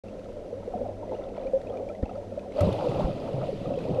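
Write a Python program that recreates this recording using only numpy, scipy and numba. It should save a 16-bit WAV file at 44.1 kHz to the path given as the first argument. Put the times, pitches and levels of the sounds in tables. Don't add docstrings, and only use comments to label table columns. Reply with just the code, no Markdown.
import sys
import numpy as np
from scipy import signal
from scipy.fft import rfft, irfft
from scipy.io import wavfile
from scipy.ndimage import uniform_filter1d
from numba import njit

SR = 44100
rng = np.random.default_rng(int(sys.argv[2]) if len(sys.argv) > 2 else 0)


def dump(signal):
    limited = np.clip(np.atleast_2d(signal).T, -1, 1)
    pcm = np.round(limited * 32767).astype(np.int16)
    wavfile.write(sys.argv[1], SR, pcm)


N = 176400

# frequency in Hz, relative density in dB per Hz.
WATER_COLOUR = [(12, -42.5), (20, 3.5), (97, -6), (150, -11), (203, -3), (370, -7), (556, 1), (731, -14),
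                (837, -26.5), (1130, -33), (1290, -36.5), (1480, -29.5), (5960, -40.5), (11800, -51.5),
                (13500, -78)]
# centre in Hz, level in dB rms, width in Hz between the half-amplitude points.
PUMP_TONES = [(99.1, -51.5, 3.7), (200.4, -52, 5.3), (5960, -82, 52)]
# time in seconds, level in dB.
GURGLE_LEVEL = [(.04, -49), (.5, -42), (.72, -44.5), (.76, -34.5), (.92, -37.5), (.95, -45.5),
                (1.08, -37.5), (1.12, -33), (1.2, -39), (1.25, -37.5), (1.42, -36.5), (1.5, -39.5),
                (1.62, -42), (1.75, -33), (1.95, -42), (2.15, -40.5), (2.22, -43.5), (2.53, -40),
                (2.575, -30.5), (2.7, -26.5), (2.78, -31), (2.86, -29), (3.0, -32), (3.15, -37),
                (3.45, -32), (3.57, -42.5), (3.7, -34.5), (3.83, -35), (3.93, -29.5), (4, -35)]
# frequency in Hz, relative level in dB.
GURGLE_COLOUR = [(250, -6.5), (372, -10.5), (470, -4.5), (533, 1), (599, -2.5), (682, -7.5), (760, -11.5),
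                 (870, -22), (1100, -34)]
# time in seconds, level in dB.
TRICKLE_LEVEL = [(.04, -63), (.6, -61.5), (.75, -59.5), (1.05, -61.5), (1.12, -53.5), (1.25, -56.5),
                 (1.33, -60.5), (1.37, -49), (1.47, -57), (1.51, -66.5), (1.58, -64), (1.62, -62),
                 (1.78, -57), (1.84, -63), (2.01, -71), (2.04, -54.5), (2.12, -58.5), (2.2, -63.5),
                 (2.5, -59.5), (3.2, -56), (4, -61)]
# frequency in Hz, relative level in dB.
TRICKLE_COLOUR = [(800, -3.5), (1000, 9.5), (1150, -12.5), (1300, 9.5), (1570, -27.5), (1960, -4.5),
                  (2500, -12), (3700, -13), (6000, -33.5)]
# start in seconds, level in dB, pitch in Hz, 60 dB decay in seconds.
DRIPS = [(0.0833, -46.5, 2590, 0.033), (0.194, -44, 2530, 0.01), (0.244, -42, 1800, 0.0084),
         (1.092, -48, 1970, 0.035), (1.1484, -47, 2740, 0.042), (1.165, -48, 1900, 0.025),
         (1.193, -52, 2630, 0.03), (1.2377, -48, 3450, 0.025), (1.2875, -48, 2530, 0.021),
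         (1.365, -46, 2470, 0.017), (1.3783, -47, 2230, 0.031), (1.413, -52, 3850, 0.023),
         (1.433, -49, 2400, 0.03), (1.468, -44, 2290, 0.048), (1.615, -40, 1790, 0.0099),
         (1.67, -43.5, 2460, 0.036), (1.6976, -47.5, 3140, 0.03), (1.737, -51, 2400, 0.03),
         (1.771, -41, 2330, 0.027), (1.8885, -41, 2290, 0.038), (1.949, -44.5, 1960, 0.034),
         (2.0267, -43, 1800, 0.029), (2.0557, -43.5, 2570, 0.03), (2.0947, -47, 2560, 0.032),
         (2.154, -51, 4600, 0.015), (2.393, -43.5, 2450, 0.027), (2.5202, -40.5, 2130, 0.019),
         (3.331, -42.5, 2800, 0.024), (3.7375, -42, 2570, 0.035), (3.788, -39.5, 2460, 0.026),
         (3.8388, -41, 2390, 0.032), (3.946, -40.5, 2540, 0.021)]
# start in seconds, level in dB, pitch in Hz, 60 dB decay in seconds.
BUBBLES = [(0.527, -21, 493, 0.084), (0.55, -33, 465, 0.1), (0.676, -14.5, 481, 0.034),
           (0.738, -21.5, 717, 0.092), (0.807, -17.5, 500, 0.05), (0.815, -15, 566, 0.037),
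           (0.827, -25, 507, 0.06), (0.859, -29, 603, 0.15), (0.888, -25, 560, 0.12),
           (0.914, -29, 587, 0.041), (1.121, -31, 636, 0.14), (1.18, -27, 538, 0.14),
           (1.378, -18.5, 620, 0.036), (1.451, -23.5, 525, 0.1), (1.733, -22, 521, 0.11),
           (1.897, -22, 586, 0.056), (2.0275, -17.5, 517, 0.043), (2.059, -27, 785, 0.03),
           (2.093, -23, 690, 0.023), (2.112, -28, 750, 0.041), (2.153, -27.5, 549, 0.09),
           (2.177, -22, 575, 0.062), (2.321, -23, 551, 0.062), (2.375, -19, 583, 0.071),
           (2.588, -15.5, 610, 0.082), (2.605, -12, 584, 0.077), (2.629, -11.5, 576, 0.046),
           (2.669, -19, 460, 0.094), (2.867, -14, 524, 0.056), (2.994, -13.5, 600, 0.041),
           (3.093, -24.5, 574, 0.11), (3.371, -25.5, 556, 0.073), (3.431, -18.5, 644, 0.044),
           (3.487, -18, 544, 0.075), (3.526, -20.5, 420, 0.064), (3.651, -24.5, 500, 0.12),
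           (3.739, -22, 552, 0.098), (3.774, -17.5, 492, 0.068), (3.89, -15, 377, 0.04),
           (3.984, -17, 522, 0.15)]
# start in seconds, level in dB, pitch in Hz, 60 dB decay in seconds.
DROPS = [(0.629, -29, 895, 0.026), (1.028, -28.5, 926, 0.051), (1.118, -25.5, 862, 0.043),
         (1.727, -40, 1230, 0.06), (1.898, -38.5, 1310, 0.056), (2.0934, -29.5, 1270, 0.021),
         (2.2279, -34, 915, 0.036), (2.6062, -20.5, 1280, 0.029), (2.6777, -23, 1010, 0.029),
         (2.84, -23, 955, 0.056), (3.415, -30, 1280, 0.031), (3.4465, -31, 940, 0.036),
         (3.6562, -27.5, 1207, 0.026), (3.805, -35, 1510, 0.017)]
# start in seconds, level in dB, pitch in Hz, 60 dB decay in seconds.
BOOMS = [(.75, -24, 214, 0.065), (.81, -29, 241, 0.16), (2.0275, -6.5, 65.4, 0.047),
         (2.0325, -9, 244, 0.02), (2.607, -14.5, 92.8, 0.29), (2.638, -13, 171.4, 0.1),
         (2.666, -15.5, 76, 0.098), (2.67, -13.5, 187, 0.1), (2.715, -22.5, 114, 0.25),
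         (2.89, -16, 115, 0.077), (2.965, -16, 117, 0.061), (3.015, -14, 165, 0.059),
         (3.042, -4.5, 50, 0.057), (3.34, -19, 138.6, 0.13), (3.385, -20.5, 134, 0.16),
         (3.425, -18.5, 150, 0.057), (3.908, -11, 176, 0.04)]
# start in seconds, level in dB, pitch in Hz, 60 dB decay in seconds,
# time from start to burst in seconds.
PLONK = (1.5335, -13.5, 530, .26, .043)
# time in seconds, fizz level in dB, rush level in dB, rumble level in dB.
CLOUD_LEVEL = [(2.5, -74, -62, -55), (2.53, -63.5, -54, -56), (2.59, -52, -45, -61),
               (2.62, -50.5, -34.5, -30.5), (2.7, -51.5, -38.5, -42), (2.8, -53, -39.5, -40.5),
               (2.9, -51.5, -42.5, -33.5), (3.0, -52.5, -39.5, -29.5), (3.08, -55.5, -43, -30.5),
               (3.13, -55.5, -55.5, -36.5), (3.25, -57, -46.5, -38), (3.35, -60, -52.5, -39.5),
               (3.42, -56.5, -47.5, -38), (3.5, -57.5, -60, -37), (3.6, -56, -58, -39),
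               (3.67, -58, -55, -33), (3.75, -59.5, -53, -35.5), (3.83, -57.5, -47, -39),
               (3.92, -58, -50.5, -31), (4, -60, -45.5, -39.5)]
# frequency in Hz, relative level in dB.
FIZZ_COLOUR = [(1500, -12), (1950, -5), (2150, -9), (2500, 0), (3400, -4), (4900, -9), (5300, -15),
               (7800, -21), (9800, -23), (13000, -30)]
# frequency in Hz, relative level in dB.
POP_COLOUR = [(1500, -16), (1950, -4), (2200, -9), (2550, 0), (3200, -4), (5000, -10)]
# frequency in Hz, relative level in dB.
RUSH_COLOUR = [(700, 10.5), (950, -3.5), (1100, 0), (1300, -3), (1500, -24)]
# frequency in Hz, relative level in dB.
RUMBLE_COLOUR = [(40, -20), (80, -29), (110, -7.5), (150, 0), (190, -6), (230, -14.5), (350, -8.5)]
# start in seconds, noise level before the band filter in dB,
# 60 dB decay in seconds.
SLAPS = [(2.6068, -27, .016), (2.608, -36, .07), (2.7283, -33, .007)]

WATER_DB = -41.5
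RISE_CYCLES = 0.86
GLIDE_PER_CYCLE, DRIP_GLIDE_PER_CYCLE = 0.00076, 0.003
TICK_DB, TICK_T60_S = -3.5, 0.028
START_S, FADE_IN_S = 0.036, 0.0023
TOP_HZ = 12600


def undb(db):
    return 10 ** (np.asarray(db) / 20)


def level(x, db):
    return x * undb(db) / np.sqrt(np.mean(x ** 2))


def curve(table, column):
    rows = np.array(table)
    return undb(np.interp(np.arange(N) / SR, rows[:, 0], rows[:, column]))


def tint(colour, hz):
    rows = np.array(colour)
    return np.interp(np.log(hz), np.log(rows[:, 0]), rows[:, 1])


def walk(rate):
    hold = int(SR / rate)
    steps = np.repeat(rng.standard_normal(N // hold + 1), hold)
    return 1.3 * uniform_filter1d(uniform_filter1d(steps, hold), hold)[:N]


@njit
def ring(n, start, size, hz, t60, rise, glide):
    out = np.zeros(n)
    for k in range(len(start)):
        step = 2 * np.pi * hz[k] / SR
        fall = np.exp(-np.log(1000) / (t60[k] * SR))
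        soften = np.exp(-hz[k] / (rise * SR))
        climb = 1 + glide * hz[k] / SR
        gain, unswollen, phase = size[k], 1., 0.
        for i in range(start[k], min(n, start[k] + int(t60[k] * SR))):
            out[i] += gain * (1 - unswollen) * np.sin(phase)
            gain *= fall
            unswollen *= soften
            phase += step
            step *= climb
    return out


def single(table, rise, glide=GLIDE_PER_CYCLE):
    s, db, hz, t60 = np.array(table, float).T
    return ring(N, (s * SR).astype(np.int64), undb(db), hz, np.clip(t60, .005, 1), rise, glide)


def swarm(colour, per_s, cycles, scatter_db):
    when, pitch, size, length = rng.random((4, int(per_s * N / SR)))
    lo, hi = colour[0][0], colour[-1][0]
    hz = lo * (hi / lo) ** pitch
    db = tint(colour, hz) - scatter_db * np.log(1 - size)
    db += 10 * np.log10(hz)
    db += 10 * np.log10(hz / cycles)
    t60 = cycles * (.5 + length) / hz
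    return level(ring(N, (when * N).astype(np.int64), undb(db), hz, t60, RISE_CYCLES, GLIDE_PER_CYCLE), 0)


def cracks(rows, band_hz, order):
    t, envelope = np.arange(N) / SR, np.zeros(N)
    for s, db, t60 in rows:
        envelope += undb(db) * (t >= s) * np.exp(-np.log(1000) * np.clip(t - s, 0, 1) / t60)
    band = signal.butter(order, band_hz, "band", fs=SR, output="sos")
    return signal.sosfilt(band, envelope * rng.standard_normal(N))


def noise_spectrum():
    return rfft(rng.standard_normal(N))


def bin_hz():
    return np.maximum(np.arange(N // 2 + 1) * SR / N, 1)


def water():
    bed = irfft(noise_spectrum() * undb(tint(WATER_COLOUR, bin_hz())), N)
    return level(bed, WATER_DB) * undb(.6 * walk(9))


def pump():
    out = np.zeros(N)
    for centre, db, width in PUMP_TONES:
        peak = 1 / (1 + ((bin_hz() - centre) / width * 2) ** 2)
        out += level(irfft(noise_spectrum() * peak, N), db)
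    return out


def gutter():
    gurgle = swarm(GURGLE_COLOUR, 500, 45, 1.31) * curve(GURGLE_LEVEL, 1)
    trickle = swarm(TRICKLE_COLOUR, 2200, 26, 2.1) * curve(TRICKLE_LEVEL, 1)
    return (gurgle + trickle) * undb(0.5 * walk(25))


def drips():
    ticks = [(s, db + TICK_DB, TICK_T60_S) for s, db, hz, t60 in DRIPS]
    return single(DRIPS, 2.7, DRIP_GLIDE_PER_CYCLE) + cracks(ticks, (900, 4200), order=2)


def bubbles():
    return single(BUBBLES, 1.32)


def drops():
    return single(DROPS, 4.2)


def booms():
    return single(BOOMS, .55)


def plonk():
    start, burst = PLONK[0], PLONK[4]
    t = np.arange(N) / SR
    return single([PLONK[:4]], 1.1) * np.clip(1 - (t - start - burst) / .004, .3, 1)


def dive():
    opening = np.clip((np.arange(N) / SR - CLOUD_LEVEL[0][0]) / .03, 0, 1)
    fizz = swarm(FIZZ_COLOUR, 22000, 43, 2.0) * undb(0.76 * walk(25.03)) * curve(CLOUD_LEVEL, 1)
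    pops = swarm(POP_COLOUR, 500, 40, 2.4) * undb(-5) * curve(CLOUD_LEVEL, 1)
    rush = swarm(RUSH_COLOUR, 1100, 18, 2.4) * undb(2.2 * walk(45)) * curve(CLOUD_LEVEL, 2)
    rumble = swarm(RUMBLE_COLOUR, 600, 6.0, 1.2) * curve(CLOUD_LEVEL, 3)
    return opening * (fizz + pops + rush + rumble)


def slaps():
    return cracks(SLAPS, (1200, 3800), order=1)


def scene():
    background = water() + pump() + gutter()
    singles = drips() + bubbles() + drops() + booms() + plonk()
    return (background + singles + dive() + slaps())[None]


def record(dry):
    opened = np.clip((np.arange(N) / SR - START_S) / FADE_IN_S, 0, 1)
    low_pass = signal.ellip(8, .2, 60, TOP_HZ, fs=SR, output="sos")
    return signal.sosfilt(low_pass, dry * opened)


dry = scene()
out = record(dry)
dump(out)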